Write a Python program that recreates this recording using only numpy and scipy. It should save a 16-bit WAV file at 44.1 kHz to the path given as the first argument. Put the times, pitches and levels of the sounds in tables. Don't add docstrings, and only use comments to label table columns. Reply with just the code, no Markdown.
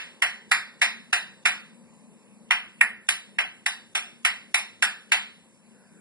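import sys
import numpy as np
from scipy import signal
from scipy.fft import rfft, irfft, next_fast_len
from scipy.io import wavfile
from scipy.ndimage import uniform_filter1d

SR = 44100
rng = np.random.default_rng(int(sys.argv[2]) if len(sys.argv) > 2 else 0)


def rack_gain(trim_db):
    fader = np.asarray(trim_db, float)
    return 10 ** (fader / 20)


def log_audio(samples):
    frames = np.atleast_2d(samples).T
    limited = np.clip(frames, -1, 1)
    pcm = np.round(limited * 32767).astype(np.int16)
    wavfile.write(sys.argv[1], SR, pcm)


N = 264820


def evened(x):
    return x / np.sqrt(np.mean(x ** 2) + 1e-20)


def read(points, hz):
    f, value = np.transpose(points)
    return np.interp(np.log(hz + 1), np.log(f + 1), value)


def resonate(x, hz, width):
    turn = np.exp(2j * np.pi * hz * np.arange(x.shape[-1]) / SR)
    r = np.exp(-np.pi * width / SR)
    smooth = signal.lfilter([(1 - r) ** 2], [1, -2 * r, r * r], x / turn)
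    return 2 * (turn * smooth).real


# frequency in Hz, level in dB per Hz against the chest's own level.
CHEST_COLOUR = [(280, -25.5), (430, -7.5), (560, -2.5)]
# frequency in Hz, level in dB per Hz against the throat's own level.
THROAT_COLOUR = [(740, -0.5), (950, -1.5), (1200, 2)]
# frequency in Hz, level in dB per Hz against the rasp's own level.
RASP_COLOUR = [(3400, 0.5), (4500, -10), (6200, -10)]
# frequency in Hz, level in dB per Hz against the snap's own level.
SNAP_COLOUR = [(7900, -9.5), (9000, -7), (10400, -3.5), (12000, -6.5)]


def tongue(cavity_hz, throat_db, rasp_db, snap_db, chest_db):
    flank_db = -5 + 0.45 * (rasp_db + 12)
    cavity = [(0.87 * cavity_hz, flank_db), (cavity_hz, 0), (1.56 * cavity_hz, flank_db)]
    parts = ((CHEST_COLOUR, throat_db + chest_db), (THROAT_COLOUR, throat_db), (cavity, 0),
             (RASP_COLOUR, rasp_db), (SNAP_COLOUR, snap_db))
    colour = [(f, d + part_db) for points, part_db in parts for f, d in points]
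    log_gain = np.log(rack_gain(read(colour, abs(np.fft.fftfreq(2048, 1 / SR)))))
    ring = np.fft.ifft(np.exp(signal.hilbert(log_gain).conj())).real[:1024]
    slips = np.zeros(50)
    slips[rng.integers(8, 50, size=3)] = 0.17 * rng.standard_normal(size=3)
    slips[0] = 1
    return np.convolve(ring, slips)


# frequency in Hz, time in seconds for the echo to fall by 60 dB.
RING_TIME = [(400, .4), (800, .45), (1500, .5), (2500, 0.44), (4000, 0.57), (7000, 0.39), (11000, 0.35)]


def kitchen(direct_db, near_db=8, near_s=0.049, lumps_db=3, rise_s=.004, direct_s=.005,
            treble_share=.5, direct_width=.75, treble_hz=3300):
    size = SR * 7 // 10
    t = np.arange(size) / SR

    taps = np.zeros((2, size))
    at = np.arange(0, size - 20, 20) + rng.integers(0, 20, (2, (size - 1) // 20))
    np.put_along_axis(taps, at, rng.choice([-1., 1.], at.shape), 1)
    lumps = np.minimum(rng.exponential(1, taps.shape), 3)
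    taps *= rack_gain(lumps_db * lumps * np.exp(-t / 0.18))

    hz, frames, z = signal.stft(taps, SR, nperseg=256)
    fade = rack_gain(-60 * frames / read(RING_TIME, hz)[:, None])
    tail = signal.istft(z * fade, SR, nperseg=256)[1][:, :size]
    near_tiles = 1 + rack_gain(near_db) * np.exp(-t / near_s)
    tail *= near_tiles * np.clip(t / rise_s, .38, 1) ** 3
    tail[:, 150] += rack_gain(4)

    direct = 1.15 * direct_db * np.exp(-((t / direct_s - 1) / direct_width) ** 2)
    low = signal.sosfiltfilt(signal.butter(2, treble_hz, fs=SR, output="sos"), tail)
    bass = signal.sosfiltfilt(signal.butter(2, 850, fs=SR, output="sos"), tail)
    bass_db = 3.5 - 8 * np.exp(-t / .009)
    treble_db = treble_share * direct + 2.5 - 2.2 * np.exp(-t / .012)
    return (low - bass) * rack_gain(direct) + bass * rack_gain(bass_db) + (tail - low) * rack_gain(treble_db)


# start in seconds, peak level in dB, beak cavity pitch in Hz,
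# rasp in dB against the cavity, facing (direct sound over the echoes) in dB.
CLICKS = [(0.2202, -9.5, 1902, -11.5, 2.5), (0.5138, -7.5, 1889, -9.5, 3.5), (0.8155, -7, 1840, -8.5, 1),
          (1.1275, -9.5, 1910, -9.5, 2.5), (1.454, -8, 1850, -10, 2), (2.5068, -8.5, 2070, -18, 5),
          (2.8095, -9, 1820, -26, 11), (3.087, -11.5, 1940, -5, 8), (3.3853, -12.5, 2148, -16.5, 5),
          (3.6604, -14, 1966, -4, 3), (3.9504, -13.5, 1820, -5, 1), (4.2482, -9, 1972, -10.5, 5.5),
          (4.5424, -10, 1823, -6, 4), (4.8234, -8.5, 1762, -9, 3), (5.118, -7.5, 2010, -9.5, 3.5)]
# peak level in dB, beak cavity pitch in Hz,
# rasp in dB against the cavity, facing in dB.
EARLIER_CLICK = (-7.5, 1906, -8, 4)


def parrot():
    out = np.zeros((2, N + 2 * SR))
    for s, db, cavity_hz, rasp_db, direct_db in [(-.085, *EARLIER_CLICK)] + list(CLICKS):
        effort, rasp, facing = db + 9, rasp_db + 10, direct_db - 4
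        throat_db = -13.5 - 0.48 * effort + .2 * rasp - .5 * facing
        snap_db = -14 + .9 * rasp + .9 * facing - .5 * effort
        snap_db -= 20 * (cavity_hz / 1000 - 1.9)
        click = tongue(cavity_hz, throat_db, rasp_db, snap_db, chest_db=-11.5)
        heard = signal.fftconvolve(click[None], kitchen(direct_db), axes=1)
        late = heard[:, 600:]
        heard *= rack_gain(db - 14.4) / np.sqrt(np.mean(late ** 2, 1)[:, None] * 10)
        start = SR + round((s - .002) * SR)
        out[:, start:start + heard.shape[1]] += heard
    return out[:, SR:SR + N]


# frequency in Hz, level in dB per Hz.
ROOM_TONE = [(30, -10), (110, -8.5), (330, -5.5), (520, -10), (1000, -21.5), (1250, -23), (2000, -40)]
# frequency in Hz, level in dB per Hz.
HISS = [(600, -45), (1250, -25.5), (2500, -16), (4000, -24.5), (5600, -27), (6500, -22.5), (10000, -19.5),
        (11000, -19.5)]
# frequency in Hz, width in Hz, level in dB.
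HUM = [(169.3, 14, -67), (203.7, 11, -61.5), (227.4, 26, -61)]
# time in seconds, gain in dB.
NEARNESS = [
    (0, 3.5),
    (1, 0.5),
    (1.7, 2.5),
    (2.4, 1.5),
    (3, -2.5),
    (4, -2),
    (5.6, -1.5),
    (5.8, 1.5),
    (6, 0.5),
]


def background():
    frames, hz, t = N // 256 + 5, np.fft.rfftfreq(1024, 1 / SR), np.arange(N) / SR
    a, b, patches = rng.standard_normal((3, 2, 513, frames))
    patches = evened(uniform_filter1d(uniform_filter1d(patches[0], 10, 0), 12, 1))
    colour = np.hypot(rack_gain(read(ROOM_TONE, hz)), rack_gain(read(HISS, hz)))[:, None]
    z = (a + 1j * b) * colour * rack_gain(2.5 * patches)
    hiss = rack_gain(-58) * evened(signal.istft(z, nperseg=1024, noverlap=768)[1][:, :N])

    near_db = np.interp(t, *np.transpose(NEARNESS))
    noise = rng.standard_normal((2, N))
    waver_db = 2.5 * evened(resonate(rng.standard_normal(N), 0, 9))
    hum = sum(rack_gain(db) * evened(resonate(noise, f, width)) for f, width, db in HUM)
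    flow = evened(resonate(noise, 950, 390) + 1.5 * resonate(noise, 532, 180))
    flow_db = -67 + 1.6 * near_db
    whine = evened(resonate(noise, 1530, 400))
    whine_idle_db, whine_full_db, whine_start_s, whine_rise_s = -79.5, -65.5, 5.62, .18
    rise = np.clip((t - whine_start_s) / whine_rise_s, 0, 1)
    whine_db = whine_idle_db + (whine_full_db - whine_idle_db) * rise
    return hiss + rack_gain(near_db + waver_db) * hum + rack_gain(flow_db) * flow + rack_gain(whine_db) * whine


# frequency in Hz, dB under the loudest band.
MASKED = [(100, -33), (400, -30), (1000, -30), (3000, -37), (6000, -39.5), (7500, -27), (10000, -50.5)]


def drop_hidden_bands(pair, quiet_db=-104, weaker_db=-13, chance_db=3, soft_db=0.1):
    hz, _, z = signal.stft(pair, SR, "cosine", 1024, 512)
    bands = (abs(z[:, :512]) ** 2).reshape(2, 64, 8, -1).mean(2)
    level_db = 10 * np.log10(bands + 1e-20)
    masked_db = level_db.max((0, 1)) + read(MASKED, hz[4::8])[:, None]
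    limit_db = np.maximum(np.maximum(masked_db, quiet_db), level_db[::-1] + weaker_db)
    margin_db = level_db - limit_db + chance_db * rng.standard_normal(bands.shape)
    z[:, :512] *= np.repeat(.5 + .5 * np.tanh(margin_db / soft_db), 8, 1)
    out = signal.istft(z, SR, "cosine", 1024, 512)[1][:, :N]
    before, after = (abs(uniform_filter1d((v ** 2).sum(0), 200)) + 1e-20 for v in (pair, out))
    return out * np.minimum(1, np.sqrt(before / after))


# frequency in Hz, step in dB under the recent loudest band.
STEP = [(300, -56), (1000, -52), (3000, -44), (4500, -35), (6000, -27), (8000, -25), (10000, -30)]
# frequency in Hz, step in dB against the band's own level.
OWN_STEP = [(1500, -14), (2600, -6), (3600, 4), (6000, 9), (10000, 7)]


def coarse_steps(pair, quiet_db=-99, release_db=3.0, attack_db=12, chance_db=4):
    hz, _, z = signal.stft(pair, SR, "cosine", 2048, 1024)
    band_db = 10 * np.log10(abs(uniform_filter1d(abs(z) ** 2, 24, 1)) + 1e-20)
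    loud_db = band_db.max((0, 1))
    fall = release_db * np.arange(len(loud_db))
    held_db = np.maximum.accumulate(loud_db + fall) - fall
    chance = np.repeat(rng.standard_normal((2, 65, len(fall))), 16, 1)[:, :len(hz)]
    masked_db = np.maximum(held_db + read(STEP, hz)[:, None], quiet_db)
    busy_db = np.clip(held_db + 60, -10, 0)
    own_db = band_db.max(0) + read(OWN_STEP, hz)[:, None] + busy_db
    step_db = np.maximum(masked_db, own_db) + chance_db * chance
    rise_db = np.diff(loud_db, prepend=loud_db[0])
    attack = (rise_db > attack_db) | np.roll(rise_db > attack_db, 1)
    step = rack_gain(step_db - 22 * attack)
    z *= np.round(abs(z) / step) * step / (abs(z) + 1e-20)
    return signal.istft(z, SR, "cosine", 2048, 1024)[1][:, :N]


def hush_before_attacks(pair, ahead_s=.013, jump_db=27, hush_db=-9, above_hz=900):
    level_db = 10 * np.log10(abs(uniform_filter1d((pair ** 2).sum(0), 132)) + 1e-14)
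    jump = np.roll(level_db, -round(ahead_s * SR)) - level_db > jump_db
    treble = signal.sosfiltfilt(signal.butter(2, above_hz, "high", fs=SR, output="sos"), pair)
    return pair - treble * (1 - rack_gain(hush_db)) * uniform_filter1d(1. * jump, 66)


def scene():
    return parrot() + background()


def top_cut(x):
    return signal.sosfilt(signal.butter(12, 12320, fs=SR, output="sos"), x)


# frequency in steps of 1575 Hz, lead in half turns.
LEAD = [(0, .75), (.14, .45), (.32, .2), (.7, .16), (1, 0), (1.46, .6), (2, 1), (8, -5)]
# frequency in Hz, share of the difference tied to the sum.
TIED = [(200, 0.96), (600, .2), (1600, 0.49), (2300, 1), (4000, 0.99), (6000, 0.98), (10000, 0.42)]
# frequency in Hz, level in dB.
STRAY = [(4800, -37), (6000, -12), (9500, -7)]
# frequency in Hz, level in dB.
LOUDER_LEFT = [(60, 1.5), (200, 3.5), (600, 3.5), (1200, 0.5), (1900, -2.5), (2500, -1), (3300, -0.5),
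               (11000, 0)]


def record(dry):
    size = next_fast_len(N + 4096)
    hz, (first, second) = np.fft.rfftfreq(size, 1 / SR), rfft(dry, size)
    half_lead = np.pi / 2 * np.interp(hz / 1575, *np.transpose(LEAD))
    tied = np.clip(read(TIED, hz), 0, 1)
    total = np.cos(half_lead) * first + rack_gain(read(STRAY, hz)) * np.sin(half_lead) * second
    difference = -1j * np.sin(half_lead) * (tied * first + np.sqrt(1 - tied ** 2) * second)

    treble_edge = rack_gain(-np.clip((hz - 10918) * 0.088, 0, 70))
    edge = treble_edge * hz ** 4 / (hz ** 4 + 70 ** 4)
    louder_left = np.tanh(read(LOUDER_LEFT, hz) / 17)
    leaky = np.array([total + louder_left * difference, difference + louder_left * total])
    pair = irfft(leaky * edge, size)[:, :N]

    total, difference = hush_before_attacks(coarse_steps(drop_hidden_bands(pair)))
    ports = np.array([total + difference, total - difference])
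    knee = np.maximum(abs(ports) - .7, 0)
    ports -= np.sign(ports) * (knee - .22 * np.tanh(knee / .22))
    ports = signal.sosfiltfilt(signal.butter(12, 11800, fs=SR, output="sos"), ports)
    return top_cut(ports)


dry = scene()
out = record(dry)
log_audio(out)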